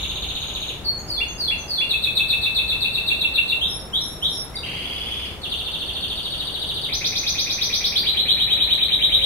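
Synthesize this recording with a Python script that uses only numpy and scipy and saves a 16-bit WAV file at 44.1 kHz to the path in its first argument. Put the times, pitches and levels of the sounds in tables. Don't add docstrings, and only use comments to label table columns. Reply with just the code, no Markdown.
import sys
import numpy as np
from scipy import signal
from scipy.fft import rfft, irfft
from scipy.io import wavfile
from scipy.ndimage import uniform_filter1d

SR = 44100
rng = np.random.default_rng(int(sys.argv[2]) if len(sys.argv) > 2 else 0)


def voltage_ratio(decibels):
    exponent = np.asarray(decibels, float) / 20
    return 10 ** exponent


def master(y):
    cut = np.clip(np.atleast_2d(y).T, -1, 1)
    pcm = np.round(cut * 32767)
    wavfile.write(sys.argv[1], SR, pcm.astype(np.int16))


N = 407925
LEAD = SR // 2

# time_s [s from the syllable], pitch_hz [Hz], level_db [dB]
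ROLL_SHAPE = [
    [(0, 4750, 6), (.004, 4280, -3), (.012, 4010, -4), (.017, 3400, -0.5), (.022, 2960, -10.5),
     (.028, 2460, -11)],
]
PIP_SHAPE = [
    [(-.018, 6800, -35), (-.013, 6670, -9.5), (-.008, 6600, 0.5)],
]
TRIPLE_SHAPE = [
    [(-.028, 5190, -15.5), (.002, 4605, -1), (.03, 4324, -5), (.065, 4090, -11.5)],
    [(.068, 3690, -16), (.078, 3484, -1), (.096, 3420, -8.5)],
    [(.101, 2000, -7.5), (.107, 2600, -4.5), (.114, 2783, 0.5), (.132, 2880, -9)],
]
CHOP_SHAPE = [
    [(-.008, 4665, -8), (.008, 4110, -2.5), (.022, 3680, -2), (.032, 3460, -11.5)],
]
CLUCK_SHAPE = [
    [(.032, 2214, -15.5), (.037, 2664, -4), (.046, 2745, 4), (.06, 2598, -11.5)],
]
SCOOP_SHAPE = [
    [(-.014, 2736, -25), (0, 3210, 0), (.022, 3708, -1.5), (.045, 3980, -7.5), (.06, 4190, -19)],
]
BUBBLE_SHAPE = [
    [(-.006, 3055, 9), (-.001, 3280, -9), (.007, 3596, 0.5), (.011, 2750, -17), (.015, 2180, -9)],
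    [(.02, 1976, -8), (.026, 2480, -9.5), (.031, 2990, -5), (.037, 3346, -10)],
    [(.025, 5380, 2), (.029, 4720, -11), (.034, 3840, -13.5)],
]
BELL_SHAPE = [
    [(.014, 4230, -5), (.019, 3870, -5), (.027, 3753, -1.5), (.032, 3430, 0.5), (.037, 3100, -2),
     (.043, 2750, -6.5)],
]
TICK_SHAPE = [
    [(-.003, 4520, -22.5), (0, 4680, -1), (.004, 4344, -7), (.008, 4250, -15.5), (.016, 4050, -18)],
]
WHIP_SHAPE = [
    [(0, 3025, -9.5), (.011, 3915, 0.5), (.018, 4850, 3), (.025, 5590, 2.5), (.037, 6134, 0.5),
     (.052, 6173, -11)],
]
PICKUP_SHAPE = [
    [(-.031, 1820, -10), (-.026, 2310, -7), (-.018, 2646, -5.5)],
]
CLOSE_SHAPE = [
    [(-.03, 1610, -22.5), (-.022, 2272, -12), (-.013, 2630, -9)],
    [(-.006, 2750, -17), (.006, 3197, -2), (.015, 3708, -2), (.028, 3975, -1), (.052, 4170, -9.5)],
]
ROLL = .065, [(-.098, 1, 0.84), (.156, -4.5, 0.87), (.416, -2.4, .88), (.682, -3, 0.86)]
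TRIPLES = .3, [(1.1, -0.95, 1.0), (1.405, 0.24, .98), (1.705, -0.035, 0.99)]
CHOPS = .132, [(1.897, -1, 0.96), (2.684, 0.14, 0.96), (2.937, -1.2, 0.97), (3.202, -1.8, 0.95),
         (3.484, -1.4, 0.97)]
CLUCKS = .132, [(1.897, -3, 0.97), (2.684, -3, 0.97), (2.937, -3.5, 0.98), (3.203, -1.5, 0.99),
          (3.34, 1.5, 1), (3.483, -1.5, 0.99)]
SCOOPS = .3, [(3.614, -1.1, 0.98), (3.937, -1.2, 1.0), (4.227, 0.63, 1.0)]
BUBBLE = .0535, [(4.639, 1.5, .9), (4.85, 1.5, .94), (5.171, 0.6, .98), (5.227, 1, .96), (5.282, -5.5, .99)]
BELL = .0735, [(5.418, -1.5, 0.93), (5.497, -1, 0.95), (6.007, -1.17, .94), (6.379, -1.5, 0.99),
        (6.816, 1, 1)]
TICKS = .0735, [(5.418, 0, 0.95), (5.497, -1, 0.98), (5.569, -3, 0.96), (6.007, -1, 0.97), (6.379, 2, 0.99),
         (6.523, 0, 0.98), (6.816, 1.5, 1)]
WHIPS = .115, [(6.919, 0.38, .98), (7.04, 1.5, 1.0), (7.262, 1.5, 1), (7.724, 1.1, .95), (7.836, 0.48, .88),
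         (7.95, 0.51, .59)]
CLOSE = .106, [(8.06, -0.77, 1.1), (8.166, -1.2, 1.06), (8.394, -.2, 0.94), (8.501, -.4, 0.93),
         (8.597, -0.73, 0.95), (9.118, -1.1, .87), (9.215, -1.5, 1.05)]


def evened(x):
    return x / np.sqrt(np.mean(x ** 2) + 1e-20)


def read(points, hz):
    point_hz, value = np.transpose(points)
    return np.interp(np.log(hz + 1), np.log(point_hz + 1), value)


def add(mix, start_s, sound):
    part = mix[LEAD + round(start_s * SR):][:len(sound)]
    part += sound[:len(part)]


def whistle(hz, db, partials_db, edge_s):
    # pitch_hz [Hz], level_db [dB]
    beak = [(1500, 0.5), (2300, -1.5), (2750, 1), (3120, -1.5), (3450, 3.5), (3780, 3.5), (4150, -1),
            (4700, -5), (5500, -10), (6300, -5.5), (7300, -15), (9000, 5), (12000, 2.5), (15000, 0)]
    n = len(hz)
    pitch_wobble, level_wobble = evened(uniform_filter1d(rng.standard_normal((2, n)), 60))
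    hz = hz * (1 + 0.0058 * pitch_wobble + 0.00604 * rng.standard_normal())
    turn = 2 * np.pi * (np.cumsum(hz) / SR + rng.random())
    tone = np.zeros(n)
    for k, partial_db in enumerate([0, *partials_db], 1):
        audible = k * hz < SR / 2.4
        tone += voltage_ratio(partial_db + read(beak, k * hz)) * audible * np.sin(k * turn)
    fade = signal.windows.tukey(n, np.clip(2 * edge_s * SR / n, 0, 1))
    return tone * voltage_ratio(db + 0.63 * level_wobble) * fade


def syllables(beat_s, marks):
    marks = np.array(marks, float)
    beats = np.round(np.diff(marks[:, 0], prepend=marks[0, 0]) / beat_s)
    index = np.cumsum(beats)
    count = np.arange(index[-1] + 1)
    return np.transpose([np.interp(count, index, column) for column in marks.T])


def glides():
    # [dB, overtones]
    phrases = [(ROLL, ROLL_SHAPE, -22, 0, -20.5, -26.5, -28), (ROLL, PIP_SHAPE, -17.5, 9000, -30, -30, -40),
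               (TRIPLES, TRIPLE_SHAPE, -18.5, 0, -28.5, -29, -36),
               (CHOPS, CHOP_SHAPE, -16.5, 0, -19, -25, -28), (CLUCKS, CLUCK_SHAPE, -16.5, 0, -34, -27, -56),
               (SCOOPS, SCOOP_SHAPE, -18.5, 0, -22.5, -29, -31),
               (BUBBLE, BUBBLE_SHAPE, -25.5, 0, -19.5, -25.5, -29.5),
               (BELL, BELL_SHAPE, -23.5, 0, -21, -26, -28.5),
               (TICKS, TICK_SHAPE, -23.5, 0, -17.5, -27, -39),
               (WHIPS, WHIP_SHAPE, -18.5, 2700, -33.5, -25.5, -35),
               (WHIPS, PICKUP_SHAPE, -20, 3000, -65, -44, -30),
               (CLOSE, CLOSE_SHAPE, -15, 3000, -24.5, -29, -33.5)]
    out = np.zeros(LEAD + N)
    for pacing, shape, level_db, pivot_hz, *partials_db in phrases:
        for start_s, effort_db, reach in syllables(*pacing):
            for note in shape:
                time_s, note_hz, note_db = np.transpose(sorted(note))
                t = np.arange(time_s[0], time_s[-1], 1 / SR)
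                hz = uniform_filter1d(np.interp(t, time_s, note_hz), size=100, mode="nearest")
                hz = hz + (reach - 1) * np.maximum(hz - pivot_hz, 0)
                db = level_db + effort_db + 0.9 * rng.standard_normal() + np.interp(t, time_s, note_db)
                add(out, start_s + time_s[0], whistle(hz, db, partials_db, 0.0016))
    return out


def flutes():
    # second_db [dB, second partial], then notes of
    # start_s [s], length_s [s], first_hz [Hz], held_hz [Hz], level_db [dB]
    families = [
        (-34, [(.838, 0.067, 4750, 4360, -18.5)]),
        (-28, [(.967, 0.047, 6960, 6570, -28.5), (1.263, .07, 6800, 6400, -32), (1.57, 0.07, 6870, 6100, -33)]),
        (-17.5, [(3.668, .13, 5453, 5377, -26.5), (3.998, 0.1, 5590, 5474, -24), (4.284, .115, 5590, 5460, -22.5)]),
        (-28, [(4.03, 0.1, 7000, 7050, -46), (4.31, .069, 7240, 7000, -41)]),
        (-21, [(4.538, 0.015, 1940, 2126, -33.5), (4.551, 0.014, 4350, 4710, -19.5), (4.565, 0.0049, 3900, 3780, -21.5)]),
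    ]
    out = np.zeros(LEAD + N)
    for second_db, notes in families:
        for start_s, length_s, first_hz, held_hz, db in notes:
            progress = np.linspace(0, 1, round(length_s * SR))
            hz = held_hz + (first_hz - held_hz) * (1 - progress) ** 3.82
            add(out, start_s, whistle(hz, db, [second_db, -34], 0.021))
    return out


def song():
    return glides() + flutes()


def tail():
    # pitch_hz [Hz], time_s [s to fall by 60 dB]
    decay = [(1500, 0.51), (3000, 0.44), (5000, 0.52), (9000, 0.52), (15000, 0.56)]
    # delay_s [s], level_db [dB]
    walls = [
        (.0021, -0.5),
        (.0047, -13),
        (.0083, -5.5),
        (0.012, -32),
        (.019, -2.5),
    ]
    taps = np.zeros((2, SR))
    at = np.arange(120, SR - 10, 10) + rng.integers(0, 10, (2, (SR - 121) // 10))
    np.put_along_axis(taps, at, rng.choice([-1., 1.], at.shape), 1)
    hz, t, z = signal.stft(taps, SR, nperseg=256)
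    fading = z * voltage_ratio(-60 * t / read(decay, hz)[:, None])
    out = signal.istft(fading, SR, nperseg=256)[1][:, :3 * SR // 4]
    out = voltage_ratio(3.5) * evened(out) / np.sqrt(out.shape[1])
    for delay_s, db in walls:
        arrival = round(delay_s * SR) + rng.integers(0, 12, 2)
        out[[0, 1], arrival] += voltage_ratio(db - 7.0) * rng.choice([-1, 1])
    return out


def room(x):
    # pitch_hz [Hz], level_db [dB]
    front = [(5000, -0.5), (8000, 1), (15000, -6)]
    head = 2 * np.pi * 0.448 * np.arange(len(x)) / SR
    wet = np.zeros((2, len(x)))
    for weight in (np.cos(head), np.sin(head)):
        wet += signal.oaconvolve((x * weight)[None], tail(), axes=1)[:, :len(x)]
    hz = np.fft.rfftfreq(len(x), 1 / SR)
    x = irfft(rfft(x) * voltage_ratio(read(front, hz)), len(x))
    direct = voltage_ratio(-4) * np.array([x, np.roll(x, shift=4)])
    return (wet + direct)[:, LEAD:]


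def hum():
    # pitch_hz [Hz], level_db [dB per Hz]
    town_curve = [(15, -67), (25, 4.5), (76, -3.5), (179, -8), (255, -12), (385, -11.5), (879, -16),
                  (1100, -19.5), (1380, -21.5), (2200, -67), (2860, -73), (4840, -120)]
    # pitch_hz [Hz], level_db [dB per Hz]
    air_curve = [(1500, 7), (2600, 2), (5000, -4), (8000, -7.5), (12000, -8.5), (16000, -13)]
    # time_s [s], level_db [dB]
    rumble = [(0.0, -34.5), (0.8, -49), (2.47, -52.5), (7.29, -57.5), (7.73, -56), (9.25, -47)]
    # pitch_hz [Hz], likeness [1 = the same]
    likeness = [(60, 0.92), (180, 0.74), (550, 0.69), (1650, 0.34), (4970, -0.042), (15000, -0.19)]
    engines = [(25, -40), (40, -7), (48, -5), (62, -8.5), (85, -49), (200, -90)]  # (Hz, dB)
    town_db, air_db = -37, -47
    frames, hz = N // 512 + 6, np.fft.rfftfreq(2048, 1 / SR)
    a, b, c, d, patches = rng.standard_normal((frames, 1025, 5)).T
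    patches = uniform_filter1d(patches, size=20, axis=0)
    patches = evened(uniform_filter1d(patches, size=12, axis=1))
    curves = (town_curve, [(300, -30)] + air_curve, engines)
    town, air, low = (evened(voltage_ratio(read(curve, hz)))[:, None] for curve in curves)
    swell_db = np.interp(np.arange(frames) * 512 / SR, *np.transpose(rumble))
    power = (voltage_ratio(town_db) * town) ** 2 + (voltage_ratio(air_db) * air) ** 2 + (voltage_ratio(swell_db + 4.0) * low) ** 2
    size = np.sqrt(power)
    same = np.clip(read(likeness, hz), -1, 1)[:, None]
    left = a + 1j * b
    right = same * left + np.sqrt(1 - same ** 2) * (c + 1j * d)
    z = np.array([left, right]) * size * voltage_ratio(0.66 * patches)
    noise = signal.istft(z, nperseg=2048, noverlap=1536)[1][:, :N]
    return evened(noise) * np.sqrt(np.mean(size ** 2))


def horn():
    # time_s [s], pitch_hz [Hz], level_db [dB]
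    course = [
        (8.55, 557, -42),
        (9.036, 550.2, -45),
        (9.25, 543, -33),
    ]
    t = np.arange(N) / SR
    time_s, pitch_hz, level_db = np.transpose(course)
    turn = 2 * np.pi * np.cumsum(np.interp(t, time_s, pitch_hz)) / SR
    return voltage_ratio(np.interp(t, time_s, level_db, left=-99) - 6) * np.sin(turn)


def traffic():
    return hum() + horn()


def scene():
    # time_s [s], level_db [dB]
    facing = [(0, 0.1), (2, 0.4), (4, .2), (6, 0.3), (8, 0.45), (9.25, 0.4)]
    turn_db = np.interp(np.arange(N) / SR, *np.transpose(facing))
    bird = room(song()) * voltage_ratio(np.array([turn_db, -turn_db]))
    return bird + traffic() * voltage_ratio(np.array([[.6], [-.6]]))


def masked(x):
    # pitch_hz [Hz], margin_db [dB]
    mask = [(4300, 23), (4800, 28.5), (6000, 31.5), (7000, 27.5), (8000, 28.5), (9500, 32.5), (13000, 30.5),
            (15500, 28.5)]
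    hz, _, z = signal.stft(x, SR, nperseg=2048, noverlap=1024, window="cosine")
    bands = z[:, :1024].reshape(2, 64, 16, -1)
    band_db = 10 * np.log10((abs(bands) ** 2).mean((0, 2)) + 1e-20)
    centre_hz = hz[8:1024:16, None]
    band = np.arange(len(band_db))[:, None]
    always_kept_db = 99 * (centre_hz < mask[0][0])
    slope_db = 1.67 * band
    masker_db = np.maximum.accumulate(band_db + slope_db, axis=0) - slope_db
    margin_db = band_db - masker_db + read(mask, centre_hz) + always_kept_db
    steep_db = 4.5 * band
    near_masker_db = np.maximum.accumulate(band_db + steep_db, axis=0) - steep_db
    near_db = band_db - near_masker_db + 25
    margin_db = np.minimum(margin_db, near_db + always_kept_db)
    margin_db = margin_db - 2.5 + 2.5 * rng.standard_normal(margin_db.shape)
    kept = (centre_hz < 15800) / (1 + np.exp(-np.clip(6 * margin_db, -30, 30)))
    z[:, :1024] *= np.repeat(kept, 16, 0)
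    return signal.istft(z, SR, nperseg=2048, noverlap=1024, window="cosine")[1][:, :N]


def band_limit(x):
    return signal.sosfilt(signal.butter(12, 15750, fs=SR, output="sos"), x)


def record(dry):
    low_cut = signal.butter(4, 39, "high", fs=SR, output="sos")
    heard = signal.sosfilt(low_cut, dry)
    return band_limit(masked(heard) - .0019)


dry = scene()
out = record(dry)
master(out)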